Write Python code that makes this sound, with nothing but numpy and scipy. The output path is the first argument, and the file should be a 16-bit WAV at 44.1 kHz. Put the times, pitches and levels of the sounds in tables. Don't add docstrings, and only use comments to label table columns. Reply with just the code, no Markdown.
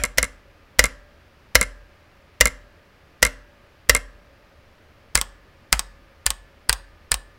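import sys
import numpy as np
from scipy import signal
from scipy.fft import rfft, irfft
from scipy.io import wavfile

SR = 44100
rng = np.random.default_rng(int(sys.argv[2]) if len(sys.argv) > 2 else 0)


def waveform_to_disk(signal):
    frames = np.transpose(np.atleast_2d(signal))
    scaled = np.clip(frames, -1, 1) * 32767
    samples = np.round(scaled).astype(np.int16)
    wavfile.write(sys.argv[1], SR, samples)


N = 325458
LEAD_S = .05
SIZE = N + int(LEAD_S * SR)

# frequency in Hz, relative spectral level in dB.
AIR_SPECTRUM = [(25, -5), (75, 0.5), (120, -6.5), (200, -10.5), (570, -12.5), (800, -16), (1700, -16),
                (2500, -19), (3800, -26.5), (4800, -27), (6000, -33), (8000, -40), (10500, -40),
                (15500, -40.5)]
# centre in Hz, level in dB, width in Hz.
HUM_BANDS = [(80, -64, 13), (548, -69, 14), (594, -73, 14), (1217, -74.5, 14), (1250, -79, 16)]
# band centre in Hz, relative level in dB, t60 in seconds.
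ROOM_DECAY = [(150, -3.5, 0.42), (600, 6, 0.29), (1740, 1, 0.41), (2130, -4, 0.26), (2700, 0.5, .3),
              (5000, -6, 0.35), (9000, -6, .26), (14000, -3.5, 0.19)]

# frequency in Hz, relative level in dB, t60 in seconds.
DESK_MODES = [(53.7, -16.5, 0.18), (43.5, -28, 0.63), (81.5, -30.5, 0.12), (144, -44, 0.087)]
FINGER_PAD_MODES = [(123, -22.5, 0.027), (201, -33.5, 0.027)]
CASE_MODES = [(560, -56.5, 1.6), (1215, -64, 4), (1730, -51, 1.1), (1860, -60.5, 1.2), (2250, -64, 0.67),
              (4500, -68, 0.91)]
SPACE_SPRING_MODES = [(266, -36.5, 0.43), (588, -48.5, 1.5), (1613, -52, 1.4), (1670, -52, .6)]
KEY_SPRING_MODES = [(8100, -57, .3), (8600, -58, .28), (9345, -54, 0.28), (9620, -57, .32)]

# frequency in Hz, relative level in dB on landing, the same on return, t60 in seconds.
SPACE_CAP_MODES = [(491, -9.5, -20.5, 0.042), (621.8, -15, -27.5, .045), (1142, -22, -28, 0.062),
                   (1364, -14.5, -20.5, 0.039), (1550, -16, -25, 0.046), (1630, -22, -25.5, 0.044),
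                   (1928, -3.5, -27, 0.036), (2064, -7.5, -16, 0.054), (2142, -24, -13.5, .062),
                   (2830, -14.5, -34.5, 0.051), (4030, -18, -23, 0.034), (4940, -14, -29.5, .03),
                   (7960, -18, -14, .012)]
KEY_CAP_MODES = [(521, -28, -42, 0.064), (718, -24.5, -23.5, 0.026), (1092, -22, -24, 0.052),
                 (1256, -28, -34, .04), (1712, -13, -39, 0.038), (2060, -12.5, -27, 0.027),
                 (4330, -12.5, -34, 0.02), (5025, -3.5, -34, 0.011), (8240, -12, -8.5, 0.011)]
# centre in Hz, relative snap level in dB, relative ring level in dB, ring t60 in seconds.
SPACE_LANDING_BANDS = [(130, -28, -26, 0.062), (350, -30.5, -29, 0.034), (900, -26.5, -29.5, 0.062),
                       (1500, -13.5, -12.5, 0.051), (3020, -21, -16, 0.044), (5100, -10, -13, .04),
                       (8560, -11.5, -15, .03), (14000, -14, -17, 0.03)]
SPACE_RETURN_BANDS = [(130, -38, -31.5, 0.2), (350, -30, -37.5, .05), (915, -28.5, -36.5, 0.14),
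                      (1500, -22.5, -22, 0.052), (3000, -21.5, -29, 0.071), (5250, -24, -30, 0.042),
                      (8100, -7.5, -15, 0.013), (10350, -9.5, -30.5, .022), (11700, -26, -39.5, 0.021),
                      (15000, -24.5, -35.5, .025)]
KEY_LANDING_BANDS = [(130, -26, -24, 0.06), (350, -25.5, -39.5, 0.055), (880, -26, -24, .05),
                     (1646, -12.5, -14.5, 0.035), (2510, -14, -22.5, 0.061), (3400, -14.5, -30, 0.062),
                     (4890, -2, -19.5, 0.041), (6300, -16, -27, .04), (8200, 2.5, -27, 0.053),
                     (11060, -16.5, -31.5, 0.033), (14500, -12.5, -24, .04)]
KEY_RETURN_BANDS = [(129.8, -44, -36, 0.048), (400, -48.5, -49, 0.055), (840, -33.5, -35, 0.082),
                    (1700, -32, -33, 0.069), (3830, -15, -22.5, 0.025), (6300, -29, -29, 0.046),
                    (8160, -16.5, -42.5, 0.038), (11700, -37, -41, 0.052), (14000, -17.5, -37, .03)]

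# time in seconds, force in dB, pitch factor.
SPACE_PRESSES = [(-.024, -5.5, 1.18), (0.1828, -5.5, 1.04), (0.7921, 1, 1.014), (1.5534, 1.5, 1.04),
                 (2.4092, 1, 1.0), (3.2276, -2, 1.015), (3.895, 1.5, 0.99)]
# time in seconds, force in dB, pitch factor, brightness in dB per octave.
KEY_PRESSES = [(5.1539, -2, 0.99, 1), (5.7275, -1.5, 1.22, -0.26), (6.2645, -7.5, 1.02, 1.5),
               (6.6947, -4.5, 0.93, 0), (7.1177, -6.5, 1.02, .5)]
# time in seconds, force in dB.
SPACE_RELEASES = [(.0373, -2), (0.2287, -2), (0.8404, 0.5), (1.6125, 0), (2.456, 1), (3.2509, -1.5),
                  (3.9495, 0), (5.1754, -6.5)]
KEY_RELEASES = [(5.2136, -4), (5.7934, -3.5), (6.3044, -4), (6.7283, -3.5), (7.1421, -5.5)]


def amp(db):
    return 10 ** (np.asarray(db) / 20)


def unit(x):
    return x / np.sqrt(np.mean(x ** 2) + 1e-20)


def add(mix, s, sound):
    part = mix[int(round((s + LEAD_S) * SR)):][:len(sound)]
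    part += sound[:len(part)]


def bands(x, rows):
    log_hz = np.log(np.fft.rfftfreq(len(x), 1 / SR) + 1)
    log_centres = np.log([row[0] for row in rows])
    return [irfft(rfft(x) * np.interp(log_hz, log_centres, pick), len(x)) for pick in np.eye(len(rows))]


def fade(t, t60):
    return np.exp(-np.log(1000) * t / t60)


def burst(noise, envelope):
    return unit(noise * envelope) * np.sqrt(np.mean(envelope ** 2))


def ring(modes, size):
    t = np.arange(size) / SR
    return sum((-1) ** k * amp(db) * fade(t, t60) * np.sin(2 * np.pi * hz * t)
               for k, (hz, db, t60) in enumerate(modes))


def room_tone(air_db):
    hz = np.fft.rfftfreq(N, 1 / SR)
    points_hz, points_db = np.transpose(AIR_SPECTRUM)
    air_shape = amp(np.interp(np.log(hz + 1), np.log(points_hz), points_db))
    hum_shape = sum(amp(db) * unit(1 / (1 + (2 * (hz - centre) / width) ** 2))
                    for centre, db, width in HUM_BANDS)
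    air = irfft(rfft(rng.standard_normal(N)) * air_shape, N)
    hum = irfft(rfft(rng.standard_normal(N)) * hum_shape, N)
    return amp(air_db) * unit(air) + hum


def reflections(x, wet_db, build_s):
    t = np.arange(SR) / SR
    parts = bands(rng.standard_normal(SR), ROOM_DECAY)
    tail = sum(amp(db) * fade(t, t60) * part for part, (_, db, t60) in zip(parts, ROOM_DECAY))
    tail *= 1 - np.exp(-(t / build_s) ** 2)
    return amp(wet_db) * signal.fftconvolve(x, tail / np.linalg.norm(tail))[:SIZE]


def key_springs(spread):
    out = np.zeros(SIZE)
    for s, force_db, _, _ in KEY_PRESSES:
        pitch = 1 + spread * rng.uniform(-1, 1)
        tuned = [(hz * pitch, db, t60) for hz, db, t60 in KEY_SPRING_MODES]
        add(out, s, amp(force_db / 2) * ring(tuned, size=SR))
    return out


def desk_and_case(strokes, case_db, pad_db, spring_modes=()):
    out = np.zeros(SIZE)
    desk, pad = ring(DESK_MODES, 2 * SR), ring(FINGER_PAD_MODES, 2 * SR)
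    metal = amp(case_db) * ring(CASE_MODES, 2 * SR) + ring(spring_modes, 2 * SR)
    for s, force_db, _, _, travel_s, thump_db in strokes:
        add(out, s - travel_s, amp(thump_db + pad_db) * pad)
        add(out, s + .003, amp(thump_db) * desk)
        add(out, s, amp(force_db / 2) * metal)
    return out


def desk_recoil(kick_db, lag_s):
    out, desk = np.zeros(SIZE), ring(DESK_MODES, size=SR)
    for s, force_db in SPACE_RELEASES:
        add(out, s + lag_s, -amp(force_db + kick_db) * desk)
    return out


def clack(contact, modes, grain, snap_s, tilt_db):
    t = np.arange(len(grain)) / SR
    noise = grain + .6 * rng.standard_normal(len(t))
    attack = 1 - np.exp(-t / .00006)
    sound = ring(modes, size=len(t))
    for band, (_, snap_db, ring_db, t60) in zip(bands(noise, contact), contact):
        snap = amp(snap_db) * np.exp(-(t / snap_s) ** 2)
        sound += burst(band, (snap + amp(ring_db) * fade(t, t60)) * attack)
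    hz = np.fft.rfftfreq(2 * len(t), 1 / SR)
    octaves = np.log2(np.maximum(hz, 300) / 3000)
    return irfft(rfft(sound, 2 * len(t)) * amp(tilt_db * octaves))[:len(t)]


def returns(releases, contact, modes, flight_s, tilt_db, snap_s, rebound_db, rebound_modes_db, touch_db):
    out, grain = np.zeros(SIZE), rng.standard_normal(6000)
    t = np.arange(len(grain)) / SR
    usual_db = np.median([force_db for _, force_db in releases])
    for s, force_db in releases:
        gap_s = flight_s * np.cbrt(amp(force_db - usual_db))
        for k in range(3):
            struck = [(hz, db + k * rebound_modes_db, t60) for hz, _, db, t60 in modes]
            hit = clack(contact, struck, grain, snap_s, tilt_db)
            touch = np.interp(t, [gap_s, gap_s + .0045], [1, amp(touch_db)])
            add(out, s, amp(force_db + k * rebound_db) * touch * hit)
            s += gap_s
            gap_s *= .55
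    return out


def travel(click, length_s, tap_db, slide_db, bump_db):
    steps = max(int(length_s * SR), 8)
    friction = rng.standard_normal(1024)[:steps] / np.sqrt(steps)
    push = amp(slide_db) * friction * np.linspace(0, 1, steps)
    push[0] += amp(tap_db)
    push[int(steps * .55)] += amp(bump_db)
    return signal.fftconvolve(click, push)


def landings(strokes, contact, modes, snap_s, tap_db, slide_db, bump_db):
    out, grain = np.zeros(SIZE), rng.standard_normal(6000)
    for s, force_db, pitch, tilt_db, travel_s, _ in strokes:
        tuned = [(hz * pitch, db, t60) for hz, db, _, t60 in modes]
        add(out, s, amp(force_db) * clack(contact, tuned, grain, snap_s, tilt_db))
        click = clack(contact, [], grain, snap_s, tilt_db)
        add(out, s - travel_s, travel(click, travel_s, tap_db, slide_db, bump_db))
    return out


def stroke(s, force_db, pitch, tilt_db, base_travel_s, hurry, base_thump_db):
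    travel_s = base_travel_s / amp(hurry * force_db)
    thump_db = base_thump_db + .88 * force_db
    return s, force_db, pitch, tilt_db, travel_s, thump_db


def letter_keys(strokes):
    down = landings(strokes, KEY_LANDING_BANDS, KEY_CAP_MODES,
                    snap_s=.00096, tap_db=-32, slide_db=-18, bump_db=-24.5)
    up = returns(KEY_RELEASES, KEY_RETURN_BANDS, KEY_CAP_MODES, flight_s=.0056, tilt_db=.4,
                 snap_s=.0013, rebound_db=-19.5, rebound_modes_db=-1, touch_db=3)
    return down + up


def space_bar(strokes):
    down = landings(strokes, SPACE_LANDING_BANDS, SPACE_CAP_MODES,
                    snap_s=.0018, tap_db=-26.5, slide_db=-15.5, bump_db=-26)
    up = returns(SPACE_RELEASES, SPACE_RETURN_BANDS, SPACE_CAP_MODES, flight_s=.015, tilt_db=.1,
                 snap_s=.00042, rebound_db=-10.5, rebound_modes_db=1.5, touch_db=-7.5)
    return down + up


def scene():
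    space_strokes = [stroke(s, db, pitch, tilt_db=.05 * db, base_travel_s=.0058, hurry=.58,
                            base_thump_db=2.1) for s, db, pitch in SPACE_PRESSES]
    key_strokes = [stroke(*row, base_travel_s=.0046, hurry=.09, base_thump_db=1) for row in KEY_PRESSES]
    space, keys = space_bar(space_strokes), letter_keys(key_strokes)
    echoes = reflections(space, wet_db=-22, build_s=.0043) + reflections(keys, wet_db=-22.5, build_s=.006)
    air = room_tone(air_db=-54)
    body = desk_and_case(space_strokes, case_db=-1.5, pad_db=0, spring_modes=SPACE_SPRING_MODES)
    body += desk_and_case(key_strokes, case_db=1.5, pad_db=1)
    body += desk_recoil(kick_db=-12.5, lag_s=.0014) + key_springs(spread=.025)
    return ((space + keys + echoes + body)[-N:] + air)[None]


def record(dry):
    clipped = np.clip(dry, -1, 1)
    lowpass = signal.firwin(255, 15950, window=("kaiser", 8), fs=SR)
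    return signal.oaconvolve(clipped, lowpass[None], "same")


dry = scene()
out = record(dry)
waveform_to_disk(out)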